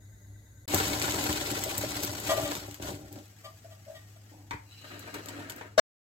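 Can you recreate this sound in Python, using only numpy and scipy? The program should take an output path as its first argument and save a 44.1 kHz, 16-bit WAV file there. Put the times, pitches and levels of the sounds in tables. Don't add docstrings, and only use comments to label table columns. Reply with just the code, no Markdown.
import sys
import numpy as np
from scipy import signal
from scipy.fft import rfft, irfft
from scipy.io import wavfile
from scipy.ndimage import uniform_filter1d

SR = 44100
rng = np.random.default_rng(int(sys.argv[2]) if len(sys.argv) > 2 else 0)


def wrap_up_sound(samples):
    columns = np.atleast_2d(samples).T
    tamed = np.clip(columns, -1, 1)
    steps = np.round(tamed * 32767).astype(np.int16)
    wavfile.write(sys.argv[1], SR, steps)


N = 268436
TIME, HZ = np.arange(N) / SR, np.fft.rfftfreq(N, 1 / SR)
STOVE_SPAN_S, SINK_SPAN_S = (0, 0.657), (0.677, 5.799)
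LEFT_LAG = 12

# frequency in Hz, spectrum level in dB per Hz.
SPLASH = [(240, -34.5), (400, -7), (432, -1), (588, -12), (666, -11.5), (789, -3.5), (1200, -8.5),
          (1420, -5.5), (1840, -8), (3580, -8.5), (5960, -10.5), (8000, -9), (9100, -18), (10600, -22.5),
          (11800, -12.5), (16000, -24.5)]
# frequency in Hz, width in Hz, level in dB before any tilt.
SINK = [(64.4, 5.7, -11.5), (102, 21.3, 0), (150.8, 83, -9), (199.4, 34, -6), (294.7, 11.9, 4),
        (378, 43, -5.5), (595.4, 44.4, -7), (786, 36, -10), (1540, 106, -28)]
# frequency in Hz, width in Hz, level in dB.
COLANDER = [(106.3, 14, 2), (286, 15, 4), (404, 37, -6.5), (498, 13, -11), (920, 46, 4.5), (1210, 640, -12),
            (1634, 220, -6), (2110, 260, -5), (2514, 250, -12), (3553, 220, -34.5), (4330, 170, -29)]
# time in seconds, level in dB.
FLOW = [(0.679, -42.5), (0.725, -37.5), (0.751, -34), (0.9, -36.5), (1.32, -36.5), (1.43, -38.5),
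        (1.6, -39), (1.94, -42), (2.04, -40), (2.17, -45), (2.3, -39), (2.55, -42.5), (2.671, -50.5),
        (2.82, -64)]


def amp(db):
    return 10 ** (np.asarray(db) / 20)


def evened(x):
    return x / np.sqrt(np.mean(np.atleast_2d(x).mean(0) ** 2) + 1e-20)


def peaked(x):
    return x / abs(x).max()


def read(points, hz):
    f, value = np.transpose(points)
    return np.interp(np.log(hz + 1), np.log(f + 1), value)


def level(s, db):
    return amp(np.interp(TIME, s, db, left=-120, right=-120))


def swell(start, length, rise_s, fall_s):
    age = TIME - start
    return np.clip(age / rise_s, 0, 1) * np.exp(-np.maximum(age - length, 0) / fall_s)


def add(mix, s, sound):
    part = mix[round(s * SR):][:len(sound)]
    part += sound[:len(part)]


def colour(x, spectrum, tilt_db=0):
    hz = abs(np.fft.fftfreq(2048, 1 / SR))
    tilt = tilt_db * np.log2(hz / 1000 + .1)
    log_gain = np.log(amp(np.maximum(read(spectrum, hz) + tilt, -90)))
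    taps = np.fft.ifft(np.exp(np.conj(signal.hilbert(log_gain)))).real
    return signal.oaconvolve(x, taps)[:len(x)]


def ring(modes, tilt_db=0):
    t = TIME[:SR // 3]
    total = 0
    for k, (hz, width, db) in enumerate(modes):
        strength = (-1) ** k * amp(db + tilt_db * np.log2(hz)) * width
        total = total + strength * np.exp(-np.pi * width * t) * np.sin(2 * np.pi * hz * t)
    return total


def patter(per_s, spread_db):
    size = amp(spread_db * np.minimum(rng.exponential(1, N), 4.5))
    return size * rng.choice([-1, 1], N) * (rng.random(N) < per_s / SR)


def wander(rate_hz):
    return evened(irfft(rfft(rng.standard_normal(N)) / (1 + (HZ / rate_hz) ** 4), N))


def patchy(x, depth_db):
    z = signal.stft(x, nperseg=128)[2]
    field = uniform_filter1d(rng.standard_normal(z.shape), size=5, axis=0)
    field = uniform_filter1d(field, size=5, axis=1)
    return signal.istft(z * amp(depth_db * field / field.std()), nperseg=128)[1][:N]


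def space(x, wet_db, t60, lag=LEFT_LAG, count=4):
    t = TIME[:SR // 4]
    tails = rng.standard_normal((count, 2, len(t))) * amp(-60 * t / t60) * (t > .001)
    tails /= np.linalg.norm(tails, axis=2, keepdims=True)
    tails = signal.sosfilt(signal.butter(2, 620, "high", fs=SR, output="sos"), tails)
    wet = 0
    for k, tail in enumerate(tails):
        share = np.maximum(np.cos(2 * np.pi * (9 * TIME - k / count)), 0)
        wet = wet + signal.oaconvolve((x * share)[None], tail, axes=1)[:, :N]
    return np.array([np.roll(x, lag), x]) + amp(wet_db) * wet


def slap(fall_s):
    t = TIME[:SR // 3]
    return peaked(colour(rng.standard_normal(len(t)) * np.exp(-t / fall_s), SPLASH, tilt_db=-5.0))


def click(bright_db):
    t = TIME[:SR // 20]
    spray = .2 * rng.standard_normal(len(t)) * np.exp(-t / .0016)
    return peaked(colour(np.exp(-t / .00004) + spray, SPLASH, bright_db))


def splats(per_s, fall_s):
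    hits = abs(patter(per_s, spread_db=1.0))
    bursts = signal.lfilter([1], [1, -np.exp(-1 / (fall_s * SR))], hits)
    return bursts / bursts.mean()


def bubbles(cycles, count=1500):
    out = np.zeros(N)
    for when, small, loud in rng.random((count, 3)):
        age = 700 * 12 ** small * TIME[:2000] / cycles
        tone = np.exp(-age) * np.sin(2 * np.pi * cycles * age * (1 + .03 * age))
        add(out, when * TIME[-1], amp(15 * loud ** 2) * tone)
    return evened(out)


def stream(db, follow):
    s, flow_db = np.transpose(FLOW)
    return level(s, db + follow * (flow_db + 37))


def dregs():
    # start in seconds, length in seconds, splash level in dB, weight on the basin in dB.
    clumps = [(2.813, 0.097, -46, -43), (2.904, 0.18, -64.5, -49.5), (3.108, 0.1, -61, -50)]
    return sum(amp([[splash_db], [weight_db]]) * swell(s, length, rise_s=0.011, fall_s=0.032)
               for s, length, splash_db, weight_db in clumps)


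def kitchen():
    # frequency in Hz, spectrum level in dB per Hz.
    rumble_tone = [(25, -21), (45, -15), (65, -5), (100, 1.5), (160, -8), (300, -12), (600, -21.5),
                   (1500, -38), (4000, -66)]
    # mean frequency in Hz, rms level in dB before the wavering.
    partials = [(102.3, -54.5), (199.2, -78.5), (301.5, -74.5)]
    turns = np.cumsum(1 + 0.0096 * wander(rate_hz=4.3)) / SR
    hum = sum(amp(db) * np.sqrt(2) * np.sin(2 * np.pi * hz * turns) for hz, db in partials)
    hum = hum * amp(2.2 * wander(rate_hz=4.5))
    rumble = evened(space(colour(rng.standard_normal(N), rumble_tone), wet_db=5.5, t60=0.089))
    return hum + amp(-61.0) * rumble


def stove():
    # frequency in Hz, width in Hz, level in dB.
    burner = [(1550, 67, 2.5), (2047, 61, 1.5), (3800, 210, -5.5), (6500, 94, 2.5), (6870, 160, -2),
              (8350, 130, -12), (10620, 160, -5), (11700, 350, -11), (14000, 300, -12)]
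    # frequency in Hz, spectrum level in dB per Hz.
    hiss_tone = [(180, -41), (300, -12), (1320, -32), (1970, -4), (2610, -54), (3890, -14.5), (5160, -23),
                 (6850, -10.5), (9240, -25.5), (14000, -18), (16000, -33)]
    whistle = signal.oaconvolve(rng.standard_normal(N), ring(burner))[:N]
    hiss = colour(rng.standard_normal(N), hiss_tone)
    flame = colour(rng.standard_normal(N), [(20, -24.0), (55, 13), (110, 1.5), (200, -14), (600, -39.5)])
    gas = amp(-0.5) * evened(whistle) + amp(-2.5) * evened(hiss)
    gas = evened(space(gas, wet_db=16, t60=0.085))
    return (amp(-67) * gas + amp(-58.5) * evened(flame)) * (TIME < STOVE_SPAN_S[1])


def pour():
    late_splash, late_weight = dregs()
    near, far = [evened(patchy(colour(patter(per_s=5000, spread_db=4), SPLASH), depth_db=2)) for _ in range(2)]
    near_water = evened(space(near + amp(-11.5) * bubbles(cycles=5), wet_db=7, t60=0.07))
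    far_water = evened(space(far, wet_db=-1, t60=0.046))[::-1]
    water = evened(near_water + amp(-7.5) * far_water)
    water = water * amp(1.14 * wander(rate_hz=33)) * (1 + 0.17 * splats(per_s=120, fall_s=0.0032))

    spray = patchy(colour(patter(per_s=170, spread_db=4.2), SPLASH, tilt_db=3), depth_db=4)
    spray = evened(space(spray, wet_db=-5, t60=0.035))[::-1]
    splash = amp(-1.45) * water + amp(-8.5) * spray

    drum = signal.oaconvolve(patter(per_s=900, spread_db=-1.5), ring(SINK))[:N]
    drum = evened(space(drum, wet_db=-13, t60=0.054))
    weight = stream(db=-37.5, follow=0.86) + late_weight
    weight = weight * amp(1.6 * wander(rate_hz=16))
    return splash * (level(*np.transpose(FLOW)) + late_splash) + drum * weight


def slosh():
    heave_tone = [(20, -30.5), (45, -13), (62, -1.5), (110, -3), (170, -11), (300, -25), (900, -75)]
    heave = colour(patter(per_s=93, spread_db=4), heave_tone)
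    return evened(heave) * (stream(db=-49, follow=0.25) + amp(-7.5) * dregs()[1])


def thuds():
    # time in seconds, direct peak of the thud in dB, wet slap in dB re the thud.
    landings = [(0.737, -16.5, -9.5), (0.749, -18, -9.5), (0.801, -26, 5.5), (1.079, -31, 6),
                (1.183, -24.5, -2), (1.208, -31.5, -6), (1.257, -35, 12), (1.29, -26, -3),
                (1.527, -28, -16), (1.568, -44.5, 18.5), (1.784, -30, -12), (1.962, -30, -15.5),
                (2.04, -31, -11), (2.186, -33, -16), (2.682, -36, -10), (2.798, -32.5, -9),
                (2.886, -31, -4), (3.16, -38, -5), (5.385, -38, -12)]
    out, body = np.zeros(N), peaked(ring(SINK, tilt_db=-0.4))
    for s, db, slap_db in landings:
        add(out, s, amp(db) * (body + amp(slap_db) * slap(fall_s=0.0064)))
    return space(out, wet_db=0.0, t60=0.073)


def snaps():
    # time in seconds, direct peak in dB, brightness in dB per octave.
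    drops = [(0.7452, -7.5, 8.5), (0.801, -13.5, 0), (0.882, -19, 3), (1.0172, -12, 0), (1.1434, -21.5, -6),
             (1.2403, -19, 7), (1.3282, -13, 1.5), (1.638, -12.5, 7), (1.7797, -9, 11.5), (2.0342, -13, 12),
             (2.048, -15, 10), (2.2004, -23, 10), (2.5192, -16.5, -2), (2.5528, -16.5, 2.5),
             (2.7118, -28, 4.5), (2.7441, -25, 2), (2.8251, -22.5, 2), (3.1272, -30, 12), (4.994, -28, 13),
             (5.2592, -25.5, 6.5), (5.5216, -26, 1), (5.5626, -31, 13)]
    out = np.zeros(N)
    for s, db, bright_db in drops:
        add(out, s, amp(db) * click(bright_db))
    return space(out, wet_db=-4, t60=.08)


def plops():
    # time in seconds, level in dB, starting pitch in Hz.
    pockets = [(1.662, -31, 575), (1.836, -25.5, 558)]
    rise_s, fall_s, glide_hz_per_s = 0.003, 0.006, 4800
    out, t = np.zeros(N), TIME[:SR // 10]
    envelope = peaked((1 - np.exp(-t / rise_s)) * np.exp(-t / fall_s))
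    for s, db, hz in pockets:
        add(out, s, amp(db) * envelope * np.sin(2 * np.pi * t * (hz + glide_hz_per_s * t / 2)))
    return space(out, wet_db=-9, t60=0.076, lag=LEFT_LAG // 2)


def pot_rubs():
    # time in seconds, direct peak of the ringing in dB, length in seconds,
    # brightness in dB per octave, favoured mode in Hz.
    contacts = [(2.283, -17, 0.028, 2.5, 1086), (2.296, -16, 0.035, 1, 610),
                (2.367, -20.5, 0.029, -1.5, 609), (2.425, -25.5, 0.052, 4, 570),
                (3.430, -37, 0.044, 2, 1130), (3.44, -45.5, 0.024, 16, 4855),
                (3.642, -42.5, 0.011, -23, 635), (3.7, -43.5, 0.042, 5, 650), (3.855, -36, 0.064, -26, 616),
                (3.922, -45.5, 0.033, -8, 633), (3.939, -42.5, 0.042, 7.5, 1840),
                (4.155, -50.5, 0.015, 5, 641)]
    # frequency in Hz, width in Hz, level in dB before favour and brightness.
    pot = [(583, 18, -9.5), (644.1, 19.6, -5), (658.2, 5.7, -8), (783, 25, -16.5), (1047, 15, -24),
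           (1184, 14, -14), (1865, 9, -23), (1930, 40, -21), (2295, 60, -28), (2710, 40, -33.5),
           (2990, 56, -23), (3290, 110, -25.5), (3660, 38, -27), (4820, 25, -32.5)]
    out, t = np.zeros(N), TIME[:SR // 4]
    for s, db, length, bright_db, favoured_hz in contacts:
        press, wall = np.sin(np.pi * np.minimum(t / length, 1)), 0
        for hz, width, mode_db in pot:
            build = signal.lfilter([width], [1, -np.exp(-np.pi * width / SR)], press)
            drift = np.cumsum(rng.standard_normal(len(t))) * 0.025
            favour_db = 11 * np.exp(-(np.log(hz / favoured_hz) / 0.07) ** 2)
            gain = amp(mode_db + favour_db + bright_db * np.log2(hz))
            wall = wall + gain * build * np.sin(2 * np.pi * hz * t + drift)
        scrape = colour(press * rng.standard_normal(len(t)), SPLASH, tilt_db=2.0)
        add(out, s, amp(db) * (peaked(wall) + amp(-11 + 0.65 * bright_db) * peaked(scrape)))
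    return space(out, wet_db=-4, t60=0.23, lag=LEFT_LAG // 2)


def drip():
    # time in seconds, level in dB before the steel is added.
    drain = [(2.5, -58), (3.1, -62.5), (4.0, -62), (4.6, -66), (4.83, -59.5), (5.3, -58), (5.781, -71)]
    # frequency in Hz, spectrum level in dB per Hz.
    trickle = [(470, -21), (800, 4.5), (930, -12.5), (1140, -4.5), (1950, -1.5), (2290, -4), (3880, -6),
               (7930, -3), (9450, -18), (11800, -8.5), (16000, -14.5)]
    # frequency in Hz, width in Hz, level in dB.
    steel = [(2933, 330, -3.5), (3990, 220, 0.5), (5190, 89, -9.5)]
    drops = patter(per_s=4900, spread_db=5.0)
    sing = amp(2.5) * evened(signal.oaconvolve(drops, ring(steel))[:N])
    sing = sing * swell(start=4.65, length=0.2, rise_s=0.07, fall_s=0.68)
    wet = space(evened(colour(drops, trickle)) + sing, wet_db=18.0, t60=0.12)
    return evened(wet) * level(*np.transpose(drain))


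def drag():
    # start in seconds, length in seconds, level in dB.
    s, length, db = (4.313, 0.02, -54)
    # frequency in Hz, spectrum level in dB per Hz.
    scrape_tone = [(120, -15), (250, -24), (298, 4), (350, -23), (850, -14.5), (1000, -18), (1200, -42),
                   (4000, -44)]
    scrape = colour(patter(per_s=1400, spread_db=1.5), scrape_tone)
    scrape = evened(space(scrape, wet_db=-9.0, t60=0.062))
    return amp(db) * scrape * swell(s, length, rise_s=0.0042, fall_s=0.12)


def knocks():
    # time in seconds, direct peak of the ring in dB, direct peak of the click in dB,
    # brightness of the click in dB per octave.
    blows = [(4.509, -25, -25.5, -2.5), (4.532, -32, -42, -8), (5.077, -39, -45, 0),
             (5.143, -40, -24.5, 4.5), (5.158, -42, -38, -14), (5.286, -39, -24.5, 2.5),
             (5.4981, -40, -23, 3.5), (5.611, -35.5, -31, -5.5)]
    rings, clicks, body = np.zeros(N), np.zeros(N), peaked(ring(COLANDER))
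    for s, db, click_db, bright_db in blows:
        add(rings, s, amp(db) * (body + amp(-10.5) * slap(fall_s=0.0091)))
        add(clicks, s, amp(click_db) * click(bright_db))
    return space(rings, wet_db=3, t60=0.26) + space(clicks, wet_db=3, t60=0.08)


def basin_boom():
    out = np.zeros(N)
    add(out, 4.541, amp(-31.5) * peaked(ring(SINK, tilt_db=-7.5)))
    return out


def shake():
    # frequency in Hz, spectrum level in dB per Hz.
    rustle_tone = [(88, -44), (150, -14.5), (231, -16.5), (291, -4.5), (414, -18), (601, -11), (790, -20.5),
                   (1120, -20), (1560, -13), (2200, -18.5), (5680, -31), (7620, -27.5), (9820, -37.5),
                   (11700, -33.5), (15100, -39), (16000, -34)]
    # start in seconds, length in seconds, level in dB.
    tosses = [(4.806, 0.077, -57), (4.879, 0.1, -47.5), (5.012, 0.065, -48.5), (5.12, 0.045, -42.5),
              (5.239, 0.2, -47), (5.442, 0.19, -49.5)]
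    rustle = patchy(colour(patter(per_s=1700, spread_db=4.0), rustle_tone, tilt_db=-2.18), depth_db=-2.0)
    rustle = rustle * (1 + 0.21 * splats(per_s=120, fall_s=0.008))
    rustle = evened(space(rustle, wet_db=4.0, t60=0.14))
    bumps = signal.oaconvolve(patter(per_s=250, spread_db=-0.5), ring(COLANDER[1:4]))[:N]
    bumps = evened(space(bumps, wet_db=-3, t60=0.085))
    gains = [amp(db) * swell(s, length, rise_s=0.032, fall_s=0.066) for s, length, db in tosses]
    return (rustle + amp(-7.0) * bumps) * np.max(gains, axis=0)


def last_knock():
    # frequency in Hz, spectrum level in dB per Hz.
    grate = [(60, -5.5), (200, -8.5), (400, 3.5), (1000, -0.5), (1350, -5.5), (1900, -1.5), (2300, -14.5),
             (4200, -11), (6000, -12.5), (8000, -21.5), (9500, -28.5), (12500, -29), (16000, -43)]
    start_s, lean_db = 5.777, 6
    t, wall, base = TIME[:SR // 10], np.zeros(N), np.zeros(N)
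    swing = np.interp(t, [0, .003, .012, .017, .021], [0, 0.79, 0.6, 0.74, 0.0])
    grit = colour(rng.standard_normal(len(t)), grate)
    add(wall, start_s, amp(-11.5) * swing * np.sin(2 * np.pi * 629 * t))
    add(base, start_s, amp(-26.5) * evened(grit) * (1 - np.exp(-t / 0.00025)))
    wall_pair = amp(lean_db * np.array([[.5], [-.5]])) * np.array([np.roll(wall, LEFT_LAG // 2), wall])
    return wall_pair + space(base, wet_db=7, t60=0.021)


def scene():
    water = pour() + slosh() + plops() + drip() + snaps()
    colander = drag() + shake() + knocks() + basin_boom()
    return kitchen() + stove() + water + thuds() + colander + pot_rubs() + last_knock()


def record(dry):
    # frequency in Hz, left minus right in dB.
    lean = [(60, -2), (110, 2), (200, -2.5), (380, 3), (700, 3), (1290, 3), (2380, 4.5), (4400, 1.5),
            (8120, 3.5), (15000, 8.5)]
    leaning = irfft(rfft(dry) * amp(np.array([[.5], [-.5]]) * read(lean, HZ)), N)
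    kept = sum((TIME >= start) & (TIME < end) for start, end in (STOVE_SPAN_S, SINK_SPAN_S))
    low_pass = signal.firwin(1023, 16200, window=("kaiser", 9), fs=SR)
    return signal.oaconvolve(leaning * kept, low_pass[None], "same")


dry = scene()
out = record(dry)
wrap_up_sound(out)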